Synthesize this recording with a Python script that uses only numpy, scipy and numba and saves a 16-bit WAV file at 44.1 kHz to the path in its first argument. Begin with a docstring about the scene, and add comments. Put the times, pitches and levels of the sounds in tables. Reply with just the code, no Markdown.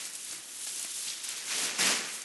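"""Thousands of stiff plastic needles tick against each other as a hand works through a pine garland
on a stair rail, close by. Twigs scrape, a few needles snap free, and the wire branch is dragged and
knocked, dull and woody. One brief deep rumble comes early; late on, the sweeping hand rings
resonances by stick-slip. A hard stairwell adds a short tail over a quiet room tone."""
import sys
import numpy as np
from scipy import signal
from scipy.fft import rfft, irfft, next_fast_len
from scipy.io import wavfile
from scipy.ndimage import uniform_filter1d
from numba import njit

SR = 44100
rng = np.random.default_rng(int(sys.argv[2]) if len(sys.argv) > 2 else 0)


def master_out(mix):
    """Clip the mix to full scale and print it as 16-bit PCM to the path in sys.argv[1]."""
    frames = np.transpose(np.atleast_2d(mix))
    ceiling = np.clip(frames, -1, 1)
    pcm = np.round(ceiling * 32767).astype(np.int16)
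    wavfile.write(sys.argv[1], SR, pcm)


N = 98960


def undb(db):
    """dB to gain."""
    return 10 ** (np.asarray(db) / 20)


def unit(x):
    """Scale to rms 1."""
    return x / np.sqrt(np.mean(x ** 2))


def envelope(table, col):
    """Per-sample gain from a dB column of a time table."""
    rows = np.array(table)
    return undb(np.interp(np.arange(N) / SR, rows[:, 0], rows[:, col]))


def colour(x, spectrum):
    """Filter by (f/Hz, level/dB) points."""
    rows, size = np.array(spectrum), next_fast_len(N + 4096)
    hz = np.maximum(np.arange(size // 2 + 1) * SR / size, 1)
    gain = undb(np.interp(np.log(hz), np.log(rows[:, 0]), rows[:, 1]))
    return irfft(rfft(x, size) * gain, size)[:N]


@njit
def damped_sines(start, rad_per_sample, decay, amp):
    """Sum of decaying phasors, each run down to -50 dB."""
    out = np.zeros(N)
    for g in range(len(start)):
        phasor, step = amp[g] + 0j, decay[g] * np.exp(1j * rad_per_sample[g])
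        i, left = start[g], 1.
        while left > .003 and i < N:
            out[i] += phasor.imag
            phasor *= step
            left *= decay[g]
            i += 1
    return out


def ring(t_s, hz, t60_s, amp):
    """One damped sine per onset time."""
    each = np.ones(len(t_s))
    decay = np.exp(-np.log(1000) / (t60_s * SR))
    return damped_sines((t_s * SR).astype(np.int64), 2 * np.pi * hz / SR, decay * each, amp * each)


def ticks(count, spectrum, lo_hz, hi_hz, t60_cycles, scatter_db):
    """Dense ticks of random time, pitch, size and sign; rms 1."""
    when, pitch, size, polarity = rng.random((count, 4)).T
    hz = lo_hz + (hi_hz - lo_hz) * pitch
    level_db = np.minimum(-scatter_db * np.log(size + 1e-9), 10)
    amp = undb(level_db) * np.sign(polarity - .5) * np.sqrt(hz / hi_hz)
    return unit(colour(ring(when * N / SR, hz, t60_cycles / hz, amp), spectrum))


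def bunches(rate_hz, depth_db, fade_s):
    """Gain that jumps up at random moments and sinks back."""
    kicks = (rng.random(N) < rate_hz / SR) * rng.random(N)
    swell = signal.lfilter([1], [1, -np.exp(-1 / (fade_s * SR))], kicks - kicks.mean())
    return undb(depth_db * np.tanh(1.9 * unit(swell)))


# Needle brushing: t/s, fine tip level/dB, stiff shaft level/dB
NEEDLE_LEVELS = [(0.0, -41.5, -42.5), (0.06, -40.5, -45.5), (0.12, -47, -52), (0.155, -41, -48.5),
                 (0.2, -43.5, -49.5), (0.32, -41, -44.5), (0.42, -48, -52.5), (0.64, -39, -45.5),
                 (0.67, -41, -45), (0.67, -36, -38), (0.69, -36.5, -40.5), (0.72, -39, -45.5),
                 (0.85, -39.5, -42), (0.87, -43.5, -45.5), (0.915, -36.5, -42.5), (0.93, -41, -46),
                 (0.97, -36, -42), (1.07, -39, -42.5), (1.08, -39.5, -34.5), (1.115, -42.5, -40),
                 (1.23, -46.5, -46.5), (1.24, -35, -42.5), (1.28, -45.5, -41.5), (1.29, -41, -39.5),
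                 (1.33, -39, -39), (1.35, -46, -45), (1.38, -40, -41.5), (1.42, -45, -43.5),
                 (1.47, -41, -46), (1.51, -39, -37), (1.65, -33.5, -35), (1.73, -48, -45.5),
                 (1.78, -45, -43), (1.79, -34.5, -52), (1.81, -32.5, -32.5), (1.9, -32.5, -36),
                 (2.03, -47.5, -52), (2.16, -40, -50), (2.24, -48.5, -51)]
# Tip and shaft tick filters: f/Hz, level/dB
TIP_SPECTRUM = [(1500, -12), (4000, -13.5), (6500, -1), (8000, 0.5), (10500, 2), (12500, -5.5)]
SHAFT_SPECTRUM = [(700, -38), (2000, -8.5), (3500, 0), (5000, -1), (6500, -1), (10000, -12.5)]


def needles():
    """Stiff plastic needles brush past hand and neighbours, in bunches."""
    tips = ticks(30000, TIP_SPECTRUM, lo_hz=1550, hi_hz=13230, t60_cycles=8.1, scatter_db=-1.0)
    shafts = ticks(20000, SHAFT_SPECTRUM, lo_hz=785, hi_hz=10180, t60_cycles=10.5, scatter_db=2.5)
    brushing = envelope(NEEDLE_LEVELS, 1) * tips + envelope(NEEDLE_LEVELS, 2) * shafts
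    return bunches(rate_hz=73, depth_db=1.014, fade_s=.0053) * brushing


# Branch drag: t/s, twig level/dB, stem level/dB
BRANCH_LEVELS = [(0.02, -46, -57.5), (0.25, -56.5, -68.5), (0.34, -48, -57.5), (0.45, -54.5, -63.5),
                 (0.66, -59, -73), (0.67, -43, -63), (0.69, -73, -62.5), (0.85, -49.5, -59.5),
                 (0.87, -49.5, -66), (1.06, -75, -70), (1.07, -48, -60.5), (1.24, -51.5, -64.5),
                 (1.29, -44, -61.5), (1.46, -45.5, -57.5), (1.52, -34.5, -54), (1.57, -39, -46.5),
                 (1.65, -35, -44.5), (1.78, -41.5, -51), (1.79, -29, -40.5), (1.89, -27, -37.5),
                 (2.08, -40.5, -51), (2.24, -47.5, -60.5)]
# Twig and stem tick filters: f/Hz, level/dB
TWIG_SPECTRUM = [(400, -22.5), (950, -10), (1250, -5), (1500, -3.5), (2350, -0.5), (2800, -1), (3400, -5.5),
                 (6000, -2.5), (12000, -11)]
STEM_SPECTRUM = [(50, -28), (100, -14), (200, -2), (310, -3.5), (450, -2.5), (700, -4.5), (1200, -8),
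                 (2500, -16)]


def branch():
    """Twigs scrape and the stem rumbles as the branch is moved."""
    twigs = ticks(30000, TWIG_SPECTRUM, lo_hz=277, hi_hz=8900, t60_cycles=10.4, scatter_db=3.0)
    stem = ticks(16000, STEM_SPECTRUM, lo_hz=54, hi_hz=2560, t60_cycles=6.5, scatter_db=4.5)
    dragging = envelope(BRANCH_LEVELS, 1) * twigs + envelope(BRANCH_LEVELS, 2) * stem
    return bunches(rate_hz=100, depth_db=-.192, fade_s=.0047) * dragging  # negative depth: dips


# Room tone, mid and side: f/Hz, level/dB
ROOM_MID_SPECTRUM = [(30, -47), (80, 1), (200, -5.5), (350, 5), (500, -14.5), (1200, -2), (3000, -15.5)]
ROOM_SIDE_SPECTRUM = [(40, -9), (230, -3), (700, -8.5), (1900, -12), (2800, -30), (6000, -13.5),
                      (11000, -21)]


def room_tone(spectrum, level_db, drift_db=1.1, drift_hz=9.2):
    """Quiet coloured noise whose level wanders."""
    hold = int(SR / drift_hz)
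    steps = rng.standard_normal(N)[np.arange(N) // hold]
    drift = unit(uniform_filter1d(steps, hold))
    return undb(level_db + drift_db * drift) * unit(colour(rng.standard_normal(N), spectrum))


# Stairwell tail, side filter: f/Hz, level/dB
TAIL_SIDE_SPECTRUM = [(100, -40), (500, -23), (1500, -15), (3000, -23), (11000, -67.5)]


def stairwell(x, t60_s=.096, delay_s=.004):
    """Hard walls reflect the sound as a short, decaying noise tail."""
    t = np.arange(int(.5 * SR)) / SR
    tail = rng.standard_normal(len(t)) * undb(-60 * t / t60_s) * (t > delay_s)
    return signal.fftconvolve(x, tail / np.sqrt(np.sum(tail ** 2)))[:N]


# Needle snaps: t/s, level/dB, f/Hz
NEEDLE_SNAPS = [(0.0525, -22.5, 6730), (0.134, -27, 9010), (0.152, -21.5, 7200), (0.2295, -28, 6300),
                (0.2475, -25, 10100), (0.311, -24, 5440), (0.313, -34, 5100), (0.3265, -26, 7300),
                (0.7748, -26, 6350), (0.7935, -20.5, 8900), (0.827, -19, 9800), (0.8481, -21, 9300),
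                (0.8605, -28, 8100), (0.9151, -28.5, 7500), (0.9564, -28, 8800), (0.991, -29, 8050),
                (1.041, -31, 8200), (1.084, -23, 4030), (1.2884, -17, 9400), (1.3628, -27, 6500),
                (2.2178, -23, 7640)]
# Snap low cut: f/Hz, level/dB
SNAP_SPECTRUM = [(1200, -20), (4000, 0)]


def snaps(delay_s=.0011, scatter_s=.002, max_hz=11000):
    """A needle snaps free: a sharp crack, then a cluster of short rings around its pitch."""
    out = np.zeros(N)
    for t_s, db, hz in NEEDLE_SNAPS:
        onset_s = t_s + delay_s
        crack_hz = np.minimum(hz * np.array([.85, 1., 1.15]), max_hz)
        out += ring(np.full(3, onset_s), crack_hz, t60_s=.0016, amp=undb(db - 6))
        when, pitch = rng.random((6, 2)).T
        cluster_hz = np.minimum(hz * np.exp(.6 * (pitch - .5)), max_hz)
        out += ring(onset_s + scatter_s * when, cluster_hz, t60_s=.0079, amp=undb(db - 13))
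    return colour(out, SNAP_SPECTRUM)


def rumble(start_s=.29, length_s=.15, hz=90, level_db=-65):
    """A brief deep band of noise."""
    t = np.arange(N) / SR - start_s
    gate = np.clip(t / .011, 0, 1) * np.clip((length_s - t) / .012, 0, 1)
    band = [(hz / 2, -14), (hz, 0), (hz * 2, -16), (hz * 4, -50)]
    return undb(level_db) * gate * unit(colour(rng.standard_normal(N), band))


# Stem knocks: t/s, ring level/dB, tilt about 1 kHz/(dB per octave), crack level/dB
STEM_KNOCKS = [(.328, -42, -2, -42), (.669, -44, 0, -42), (.775, -52, 1, -47), (.846, -46, -2, -36)]
# Stem modes: f/Hz, level/dB, t60/s
STEM_MODES = [(332, -13, 0.07), (710, -18, 0.033), (1420, -4, 0.017), (1660, -4, 0.031), (2800, -20, 0.012),
              (5670, -7.5, 0.0089)]


def knocks(contact_s=.005, bounce_s=.004, crack_cycles=6):
    """A short rough contact cracks, bounces once and rings the modes of the stem."""
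    mode_hz, mode_db, t60_s = np.array(STEM_MODES).T
    out = np.zeros(N)
    for t_s, db, tilt_db, crack_db in STEM_KNOCKS:
        mode_amp = undb(db + mode_db + tilt_db * np.log2(mode_hz / 1000))
        for bounce, jitter in enumerate(rng.random((2, len(mode_hz)))):
            out += ring(t_s + bounce_s * (bounce + jitter / 2), mode_hz, t60_s, mode_amp)
        when, pitch, polarity = rng.random((16, 3)).T
        crack_hz = 800 * np.exp(2.45 * pitch)
        crack_amp = undb(crack_db) * np.sqrt(crack_hz / 2000) * np.sign(polarity - .5)
        out += ring(t_s + contact_s * when, crack_hz, crack_cycles / crack_hz, crack_amp)
    return out


# Swept branch resonances: t/s, length/s, start f/Hz, end f/Hz, level/dB
SWEEP_RESONANCES = [(1.81, .17, 2500, 2500, -43), (1.81, .17, 1440, 1080, -39),
                    (1.79, .11, 202, 193, -46.5), (1.5, .2, 460, 430, -50.5)]


def hand_sweep(t60_cycles=28, detune=.06):
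    """The hand sweeps the branch: stick-slip ticks ring resonances that hold or glide down."""
    out = np.zeros(N)
    for t_s, length_s, start_hz, end_hz, db in SWEEP_RESONANCES:
        progress, pitch, size = rng.random((60, 3)).T
        hz = (start_hz + (end_hz - start_hz) * progress) * (1 + detune * (pitch - .5))
        amp = undb(db) * size * np.sin(np.pi * progress) ** .5
        out += ring(t_s + length_s * progress, hz, t60_cycles / hz, amp)
    return out


def scene(tail_mid_db=-18):
    """Garland in the middle; stairwell tail and room tone spread to the sides."""
    garland = needles() + branch() + hand_sweep() + snaps() + knocks() + rumble()
    mid = garland + undb(tail_mid_db) * stairwell(garland)
    mid += room_tone(ROOM_MID_SPECTRUM, level_db=-62.5)
    side = colour(stairwell(garland), TAIL_SIDE_SPECTRUM)
    side += room_tone(ROOM_SIDE_SPECTRUM, level_db=-63)
    return np.array([mid + side, mid - side])


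def record(dry):
    """The phone cuts the deep bass and the top."""
    low_cut_hz, high_cut_hz = 148, 11700
    highpass = signal.butter(2, low_cut_hz, "high", fs=SR, output="sos")
    lowpass = signal.ellip(12, .2, 80, high_cut_hz, fs=SR, output="sos")
    return signal.sosfilt(lowpass, signal.sosfilt(highpass, dry))


dry = scene()
out = record(dry)
master_out(out)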